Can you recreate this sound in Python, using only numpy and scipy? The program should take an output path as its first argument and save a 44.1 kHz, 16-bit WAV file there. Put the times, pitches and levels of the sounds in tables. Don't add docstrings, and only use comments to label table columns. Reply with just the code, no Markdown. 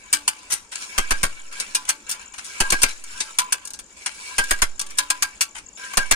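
import sys
import numpy as np
from scipy import signal
from scipy.fft import rfft, irfft
from scipy.io import wavfile
from scipy.ndimage import uniform_filter1d

SR = 44100
rng = np.random.default_rng(int(sys.argv[2]) if len(sys.argv) > 2 else 0)


def persist_wave(psi):
    counts = np.round(np.clip(psi, -1, 1) * 32767).astype(np.int16)
    wavfile.write(sys.argv[1], SR, np.atleast_2d(counts).T)


N = 271215


def gain_of(db):
    return 10 ** (np.asarray(db) / 20)


def evened(x):
    return x / np.sqrt(np.mean(x ** 2) + 1e-20)


def read(points, hz):
    f, value = np.transpose(points)
    return np.interp(np.log(hz + 1), np.log(f + 1), value)


def add(mix, s, sound):
    part = mix[..., round(s * SR):][..., :sound.shape[-1]]
    part += sound[..., :part.shape[-1]]


def coloured(x, db_of):
    size = x.shape[-1]
    return irfft(rfft(x) * gain_of(db_of(np.fft.rfftfreq(size, 1 / SR))), size)


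def step(hz, edge_hz, steep):
    return 1 / (1 + (hz / edge_hz) ** steep)


def drift(rate, rows):
    knots = rng.standard_normal((rows, round(N / SR * rate) + 2))
    place = np.arange(N) / SR * rate
    return np.array([np.interp(place, np.arange(len(k)), k) for k in knots])


def smooth_patches(noise, bins, frames):
    across = uniform_filter1d(noise, size=bins, axis=0)
    return evened(uniform_filter1d(across, size=frames, axis=1))


def patchy(x, depth_db):
    z = signal.stft(x, nperseg=512, noverlap=384)[2]
    patches = smooth_patches(rng.standard_normal(z.shape[1:]), bins=4, frames=12)
    return signal.istft(z * gain_of(depth_db * patches), nperseg=512, noverlap=384)[1][:, :x.shape[1]]


def pair_noise(size, shared, grit_db):
    late = 12
    common, left, right = rng.standard_normal((3, size))
    wobble = np.sqrt(12) * uniform_filter1d(rng.standard_normal(size), size=12)
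    grit = gain_of(grit_db * wobble)
    own = np.sqrt(1 - shared ** 2)
    at_left = (shared * common + own * left) * grit
    at_right = (shared * common + own * right) * grit
    return np.array([np.roll(at_left, late), at_right])


def field():
    # (frequency [Hz], relative level [dB per Hz])
    hush_colour = [(18, -30), (30, 24.5), (116, -10.5), (190, 8.5), (774, 2), (978, 4), (1600, -7),
                   (1870, -1), (2310, -20), (5300, -1.5), (7060, 5.5), (9150, -7), (15000, -54)]
    # (frequency [Hz], likeness [0 to 1])
    likeness = [(60, 0.63), (300, 0.94), (800, 0.93), (2000, 0.033), (15000, 0.088)]
    level_db = -53
    frames, hz = N // 256 + 5, np.fft.rfftfreq(1024, 1 / SR)
    a, b, c, d, noise = rng.standard_normal((5, 513, frames))
    patches = smooth_patches(noise, bins=8, frames=14)
    same = read(likeness, hz)[:, None]
    left = a + 1j * b
    right = same * left + np.sqrt(1 - same ** 2) * (c + 1j * d)
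    z = np.array([left, right]) * gain_of(read(hush_colour, hz)[:, None] + 2.5 * patches)
    hush = signal.istft(z, nperseg=1024, noverlap=768)[1][:, :N]
    return gain_of(level_db) * evened(hush)


def chirp(length_s, top_hz, fall_hz):
    t = np.arange(round(length_s * SR)) / SR
    turn = 2 * np.pi * np.cumsum(top_hz - fall_hz * t / length_s) / SR
    return signal.windows.tukey(len(t), .7) * np.sin(turn)


def insects():
    # (time [s], chirp groups sung so far [count])
    far_beat = [(0.034, 0), (0.754, 11), (1.257, 19), (1.936, 29), (2.383, 36), (2.972, 45), (3.837, 58),
                (4.625, 70), (5.016, 76), (5.486, 83), (5.728, 87), (6.119, 93)]
    # (time [s], level [dB])
    far_level = [(0.0, -41), (1.0, -42), (1.4, -39), (3.5, -38), (3.69, -55), (3.78, -59), (3.82, -42),
                 (4.2, -41), (4.7, -38.5), (5.56, -37.5), (5.6, -64), (5.68, -60), (5.72, -38), (6.15, -43)]
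    # (time [s], level [dB])
    near_chirps = [(5.66, -33), (5.683, -32.5), (5.758, -32), (5.846, -32.5), (5.951, -31), (6.027, -33)]
    far, near = np.zeros((2, N))
    beat_s, groups = np.transpose(far_beat)
    starts = np.interp(np.arange(groups[-1] + 1), groups, beat_s)
    levels = np.interp(starts, *np.transpose(far_level)) + 2.5 * rng.standard_normal(len(starts))
    for s, db in zip(starts, levels):
        for late_s, stroke_db in ((0, 0.5), (.0205, 0), (.04, -10)):
            add(far, s + late_s, gain_of(db + stroke_db) * chirp(0.01145, 7850, 1550))
    for s, db in near_chirps:
        add(near, s, gain_of(db) * chirp(0.012, 7900, 1740))
    right = gain_of(-10) * (np.roll(far, 1) + near)
    return np.array([far + near, right])


def jolts():
    # (time [s], left level [dB], right level [dB])
    shocks = [(0.983, -18.9, -15.1), (1.112, -15.8, -12.5), (1.235, -15.7, -17.1), (2.607, -17.6, -16.0),
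              (2.727, -19.5, -15.6), (2.833, -17.1, -18.9), (4.386, -22.0, -19.7), (4.512, -18.5, -15.9),
              (4.622, -18.0, -12.9), (5.974, -28.0, -14.1), (6.114, -29.9, -14.0)]
    out, t = np.zeros((2, N)), np.arange(6000) / SR
    rise_s = .0148
    push = -(t / rise_s) ** 2 * np.exp(2 - 2 * t / rise_s)
    for s, *db in shocks:
        add(out, s, gain_of(db)[:, None] * push)
    swing, leak = 2 * np.pi * 1.94, 2 * np.pi * .67
    poles = np.exp(np.append(np.roots([1, swing, swing ** 2]), -leak) / SR)
    return signal.sosfilt(signal.zpk2sos([1, 1, 1], poles, 1), out)


def wire(size):
    # (frequency [Hz], level [dB], 60 dB fall [s])
    wire_modes = [(291, -48.5, 0.48), (370, -47.5, 0.22), (586, -48, 0.45), (864, -37.5, 0.33),
                  (1148, -40.5, 0.38)]
    t = np.arange(size) / SR
    hz, db, t60 = np.transpose(wire_modes)[:, :, None]
    chance, detune = rng.standard_normal((2, len(wire_modes), 1))
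    level = gain_of(db + 4.0 * chance - 60 * t / t60)
    modes = level * np.sin(2 * np.pi * hz * (1 + 0.0083 * detune) * t)
    return modes.sum(0) * (1 - np.exp(-t / 0.0096))


def frame(spread_db, detune, size):
    # (frequency [Hz], width [Hz], relative level [dB])
    frame_modes = [(1009, 43, -4), (1362, 9.5, -14), (1432, 11, -13), (1592, 11.2, -10), (1677, 17, -7.5),
                   (2316, 14.6, -6.5), (2765, 28, -3.5), (2802, 11, -20.5), (3150, 30, -19),
                   (3730, 210, -5.5), (4380, 18, -5), (4870, 10.3, -9), (5440, 210, 12), (6700, 20, -1),
                   (6700, 40, -8), (7140, 17.7, -1.5), (8750, 300, -22), (8740, 32.6, 4), (8744, 53, 11.5),
                   (10200, 36, -1), (10500, 180, -31), (10200, 170, 8), (11200, 340, -90),
                   (13400, 150, -12), (14100, 83, -51)]
    t = np.arange(size) / SR
    hz, width, db = np.transpose(frame_modes)[:, :, None]
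    hz = hz * (1 + detune * rng.standard_normal(hz.shape))
    db = db + spread_db * rng.standard_normal((2, len(frame_modes), 1))
    phase = 2 * np.pi * rng.random((2, len(frame_modes), 1))
    fade = np.exp(-np.pi * width * (1 + hz / 9000) * t)
    return gain_of(db) * fade * np.sin(2 * np.pi * hz * t + phase)


def rub_levels(t):
    # (start [s], swell time [s], hold time [s], swell height [dB],
    # grind level [dB], fizz level [dB], fade [dB per s])
    spells = [(0.0, 0.3, 0.2, 0.6, -50, -52.5, 120), (0.718, 0.105, 0.025, 2.5, -43, -37, 150),
              (0.893, 0.11, 0.2, 1.5, -41, -42, 42), (1.515, 0.07, 0.06, 2.5, -41, -41, 36),
              (2.07, 0.1, 0.025, 2.5, -42, -51.5, 105), (2.336, 0.265, 0.3, 10, -40.5, -38.5, 100),
              (3.04, 0.15, 0.06, 10, -40, -37.5, 105), (3.4, 0.09, 0.07, 3, -45.5, -54, 85),
              (3.897, 0.012, 0.012, 2.5, -52, -58, 75), (3.967, 0.28, 0.27, 8, -43.5, -39.5, 70),
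              (4.783, 0.21, 0.26, 1.5, -47.5, -51, 45), (5.773, 0.08, 0.15, 1.5, -39, -42, 17)]
    still_db = -60
    power = np.full((2, len(t)), gain_of(still_db) ** 2)
    for start, swell, hold, swell_db, grind_db, fizz_db, fade_db in spells:
        since = t - start
        swelling_db = -swell_db * np.clip(1 - since / swell, 0, 1)
        fading_db = -fade_db * np.maximum(since - swell - hold, 0)
        level = gain_of(swelling_db + fading_db + np.array([[grind_db], [fizz_db]]))
        power += (level * (since >= 0)) ** 2
    return np.sqrt(abs(uniform_filter1d(power, size=300)))


def rubbing():
    # (frequency [Hz], relative level [dB per Hz])
    scrape_colour = [(88, -71), (150, -20.5), (439, -11.5), (837, -17), (941, -11), (1560, -1.5),
                     (1790, -11.5), (2270, -2), (4240, -1), (9080, -3), (16000, -16.5)]
    grains = pair_noise(N, 0.49, grit_db=3) * gain_of(1.52 * drift(45, rows=1))
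    modes = signal.oaconvolve(grains[:, None], frame(3.0, 0.021, 2000), axes=2)[..., :N]
    rings = (modes * gain_of(3.9 * drift(16, rows=modes.shape[1]))).sum(1)
    rings = coloured(rings, lambda hz: -8 * (1 - step(hz, 6500, 7.2)))
    direct = coloured(grains, lambda hz: read(scrape_colour, hz))
    rub = evened(direct) + gain_of(-3.5) * evened(rings)
    rub = patchy(rub, depth_db=3.0)
    grind = evened(coloured(rub, lambda hz: -30 * (1 - step(hz, 3870, 5.8))))
    fizz = evened(coloured(rub, lambda hz: -30 * step(hz, 1700, 1.2) - 12 * (1 - step(hz, 11000, 43))))
    grind_level, fizz_level = rub_levels(np.arange(N) / SR)
    return grind_level * grind + fizz_level * fizz


def singing():
    # (start [s], hold [s], lever level [dB], drum level [dB])
    songs = [(0.995, 0.044, -38, -60), (1.108, 0.047, -32, -60), (1.246, 0.02, -41, -66),
             (1.764, 0.0082, -39, -36.5), (2.622, 0.03, -28.5, -60), (2.736, 0.02, -28.5, -56),
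             (2.85, 0.013, -34, -62), (3.153, 0.06, -45, -50), (3.39, 0.005, -33, -24.5),
             (3.532, 0.005, -37, -47), (4.297, 0.049, -45, -58), (4.387, 0.038, -23, -50),
             (4.518, 0.018, -27.5, -56), (4.63, 0.005, -37, -58), (4.988, 0.005, -33, -31),
             (5.107, 0.012, -31.5, -31.5), (5.234, 0.0092, -31, -41), (5.79, 0.16, -45.5, -49),
             (5.989, 0.031, -26.5, -59), (6.123, 0.0083, -29, -55)]
    rise_s = 0.0068
    out, t = np.zeros((2, N)), np.arange(SR // 2) / SR
    # (column, frequency [Hz], pitch waver [Hz], 60 dB fall [s])
    for column, hz, waver_hz, t60 in ((0, 1603, 30.2, 0.12), (1, 1009, 6, 0.23)):
        pitch, left, right, shift = drift(110, rows=4)
        turn = 2 * np.pi * np.cumsum(hz + waver_hz * pitch) / SR
        at_left = gain_of(4 * left) * np.sin(turn)
        at_right = gain_of(4 * right) * np.sin(turn + 1.5 + .5 * shift)
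        level = np.zeros(N)
        for s, hold, *db in songs:
            fall_db = 60 * np.maximum(t - rise_s - hold, 0) / t60
            add(level, s, np.minimum(t / rise_s, 1) * gain_of(db[column] - fall_db))
        out += level * np.sqrt(2) * np.array([at_left, at_right])
    return out


def click(level_db, weight_db, thud_db, sparkle_db, ring_db, t60, rise, pan_db):
    # (frequency [Hz], relative level [dB per Hz])
    steel_colour = [(59, -71), (100, -16.5), (535, -16.5), (991, -15), (1680, -11), (2000, -10), (2800, -6),
                    (3940, -8.5), (5420, -3), (6020, 0.5), (7290, -6.5), (8830, 4), (11400, -13),
                    (14700, -13.5), (16000, -70)]
    t = np.arange(9000) / SR
    bounces = gain_of(4.7 * np.repeat(rng.standard_normal(len(t) // 60), 60))
    shape = (1 - np.exp(-t / rise)) * gain_of(-60 * t / t60)
    shape *= bounces * np.linalg.norm(shape) / np.linalg.norm(shape * bounces)
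    slow = (1 - np.exp(-t / (rise + 0.0024))) ** 2 * gain_of(5.5 - 60 * t / (1.172 * t60))

    dents_db = 4 * evened(uniform_filter1d(rng.standard_normal(len(t) // 2 + 1), size=24))
    noise = pair_noise(len(t), 0.54, grit_db=3.5)
    bright = coloured(noise, lambda hz: read(steel_colour, hz) + dents_db * (1 - step(hz, 760, 4.6)))
    bright = evened(bright)
    bright *= np.linalg.norm(shape) / np.linalg.norm(shape * bright, axis=1, keepdims=True)
    hit = coloured(bright, lambda hz: (weight_db + 19) * step(hz, 2630, 5.0)
                   + (thud_db - weight_db + 28.5) * step(hz, 666, 18.0)
                   + (sparkle_db + 19.5) * (1 - step(hz, 12500, 8.4)))
    heavy = coloured(hit, lambda hz: 20 * np.log10(step(hz, 4700, 1.4)))

    ragged = gain_of(3.15 * np.repeat(rng.standard_normal(len(t) // 200), 200))
    rattle = coloured(hit[:, ::-1] * ragged, lambda hz: -14 - 9 * (1 - step(hz, 4900, 24)))
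    rattle *= gain_of(-60 * t / 0.18) * (1 - np.exp(-t / 0.0018))
    ring = frame(3.2, 0.0201, len(t)).sum(1) * (1 - np.exp(-t / rise)) * ragged
    sound = (hit - heavy) * shape + heavy * slow + rattle + gain_of(ring_db) * ring + wire(len(t))
    return gain_of(level_db + 0.5 + np.array([[.5], [-.5]]) * pan_db) * sound


def knocks():
    # (time [s], level [dB], weight [dB], sparkle [dB], chatter 60 dB fall [s], rise [s])
    knock_list = [(0.3873, -35, -17, -47, 0.032, 0.0025), (0.4989, -22.5, -14, -22, 0.21, 0.0066),
                  (0.719, -24, -8.5, -52, 0.063, 0.0049), (0.7553, -17, -19, -55, 0.023, 0.00075),
                  (1.5246, -31.5, -6, -27, 0.068, 0.0029), (1.599, -13, -23, -38, 0.051, 0.0014),
                  (1.85, -27.5, -14, -52, 0.033, 0.0015), (1.877, -32, -3, -28, 0.092, 0.0012),
                  (2.0911, -21.5, -19.5, -12, 0.1, 0.0023), (2.3366, -32.5, -2, -36, 0.05, 0.0024),
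                  (2.379, -22.5, -6, -38, 0.068, 0.008), (2.44, -27.5, -40, -33, 0.14, 0.0074),
                  (2.703, -6, -37, -27, 0.023, 0.00077), (2.816, -8.5, -30, -25, 0.071, 0.0049),
                  (2.889, -20.5, -15, -30, 0.027, 0.002), (3.039, -27, -45, -27, 0.035, 0.0012),
                  (3.2034, -13, -19.5, -56, 0.061, 0.0016), (3.6516, -22, -69, -29, 0.03, 0.00076),
                  (3.673, -24.5, -40, -27, 0.035, 0.00084), (3.7038, -26, -39, -23, 0.041, 0.00067),
                  (3.7347, -26.5, -29, -32, 0.069, 0.00082), (3.7895, -27.5, -18, -24, 0.048, 0.00081),
                  (4.0603, -10, -14, -55, 0.05, 0.0054), (4.4386, -21.5, -33, -22, 0.03, 0.0009),
                  (4.494, -22, -9, -21, 0.024, 0.005), (4.5871, -28.5, -6, -19, 0.028, 0.0031),
                  (4.794, -13.5, -33, -37, 0.044, 0.00077), (4.812, -18, -30, -27, 0.039, 0.00055),
                  (4.8635, -29, -33, -27, 0.04, 0.0018), (4.901, -34, -13, -19, 0.076, 0.0016),
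                  (4.973, -23, -46, -18, 0.06, 0.0021), (5.5505, -31, -1, -38, 0.11, 0.0047),
                  (5.5753, -26, -11, -43, 0.068, 0.0069), (5.9332, -27.5, -4, -13, 0.047, 0.0015)]
    out = np.zeros((2, N))
    for s, db, weight_db, sparkle_db, t60, rise in knock_list:
        add(out, s, click(db, weight_db, -50.5, sparkle_db, -18, t60, rise, pan_db=4))
    return out


def lever_pawl_drops():
    # (time [s], level [dB], thud [dB], chatter 60 dB fall [s], rise [s])
    back_drops = [(0.9785, -12, -32.5, 0.072, 0.0015), (1.1068, -10.5, -33.5, 0.058, 0.0022),
                  (1.2303, -11.5, -34.5, 0.071, 0.0016), (2.6026, -10, -31.5, 0.06, 0.00063),
                  (2.7213, -11.5, -32, 0.055, 0.0015), (2.8314, -6, -37.5, 0.041, 0.0006),
                  (4.3817, -11.5, -35, 0.069, 0.0019), (4.5077, -10, -36.5, 0.06, 0.0018),
                  (4.6187, -10, -38.5, 0.064, 0.00086), (5.9711, -7.5, -34, 0.054, 0.0015),
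                  (6.1106, -6.5, -36, 0.056, 0.0026)]
    out = np.zeros((2, N))
    for s, db, thud_db, t60, rise in back_drops:
        add(out, s, click(db, -5.5, thud_db, -19, -12, t60, rise, pan_db=2))
    return out


def holding_pawl_drops():
    # (time [s], level [dB], weight [dB], thud [dB], chatter 60 dB fall [s], rise [s])
    pull_drops = [(0.1276, -2.5, -16, -50.5, 0.056, 0.005), (0.2776, -8.5, -16, -54, 0.048, 0.0015),
                  (0.5204, -12, -32, -52.5, 0.081, 0.0014), (1.7481, -6, -20.5, -48.5, 0.046, 0.0025),
                  (1.8888, -6.5, -17, -57.5, 0.053, 0.0028), (2.1091, -13, -35, -62, 0.067, 0.0065),
                  (3.3856, -6, -15, -53, 0.046, 0.00087), (3.5228, -9.5, -14, -53, 0.056, 0.0011),
                  (4.9847, -5, -16, -55, 0.033, 0.00093), (5.1015, -9, -10, -54, 0.044, 0.0011),
                  (5.223, -8.5, -12, -54.5, 0.047, 0.00079), (5.4075, -8.5, -16.5, -60, 0.069, 0.0019)]
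    out = np.zeros((2, N))
    for s, db, weight_db, thud_db, t60, rise in pull_drops:
        add(out, s, click(db, weight_db, thud_db, -18.5, -15, t60, rise, pan_db=2))
    return out


def scene():
    background = field() + insects() + jolts()
    clicks = knocks() + lever_pawl_drops() + holding_pawl_drops()
    return background + rubbing() + singing() + clicks


def record(dry):
    edge_hz = 16500
    held = dry / (1 + (abs(dry) / .9) ** 4) ** .25
    low_pass = signal.firwin(511, edge_hz, window=("kaiser", 10), fs=SR)
    return signal.oaconvolve(held, low_pass[None], "same")


dry = scene()
out = record(dry)
persist_wave(out)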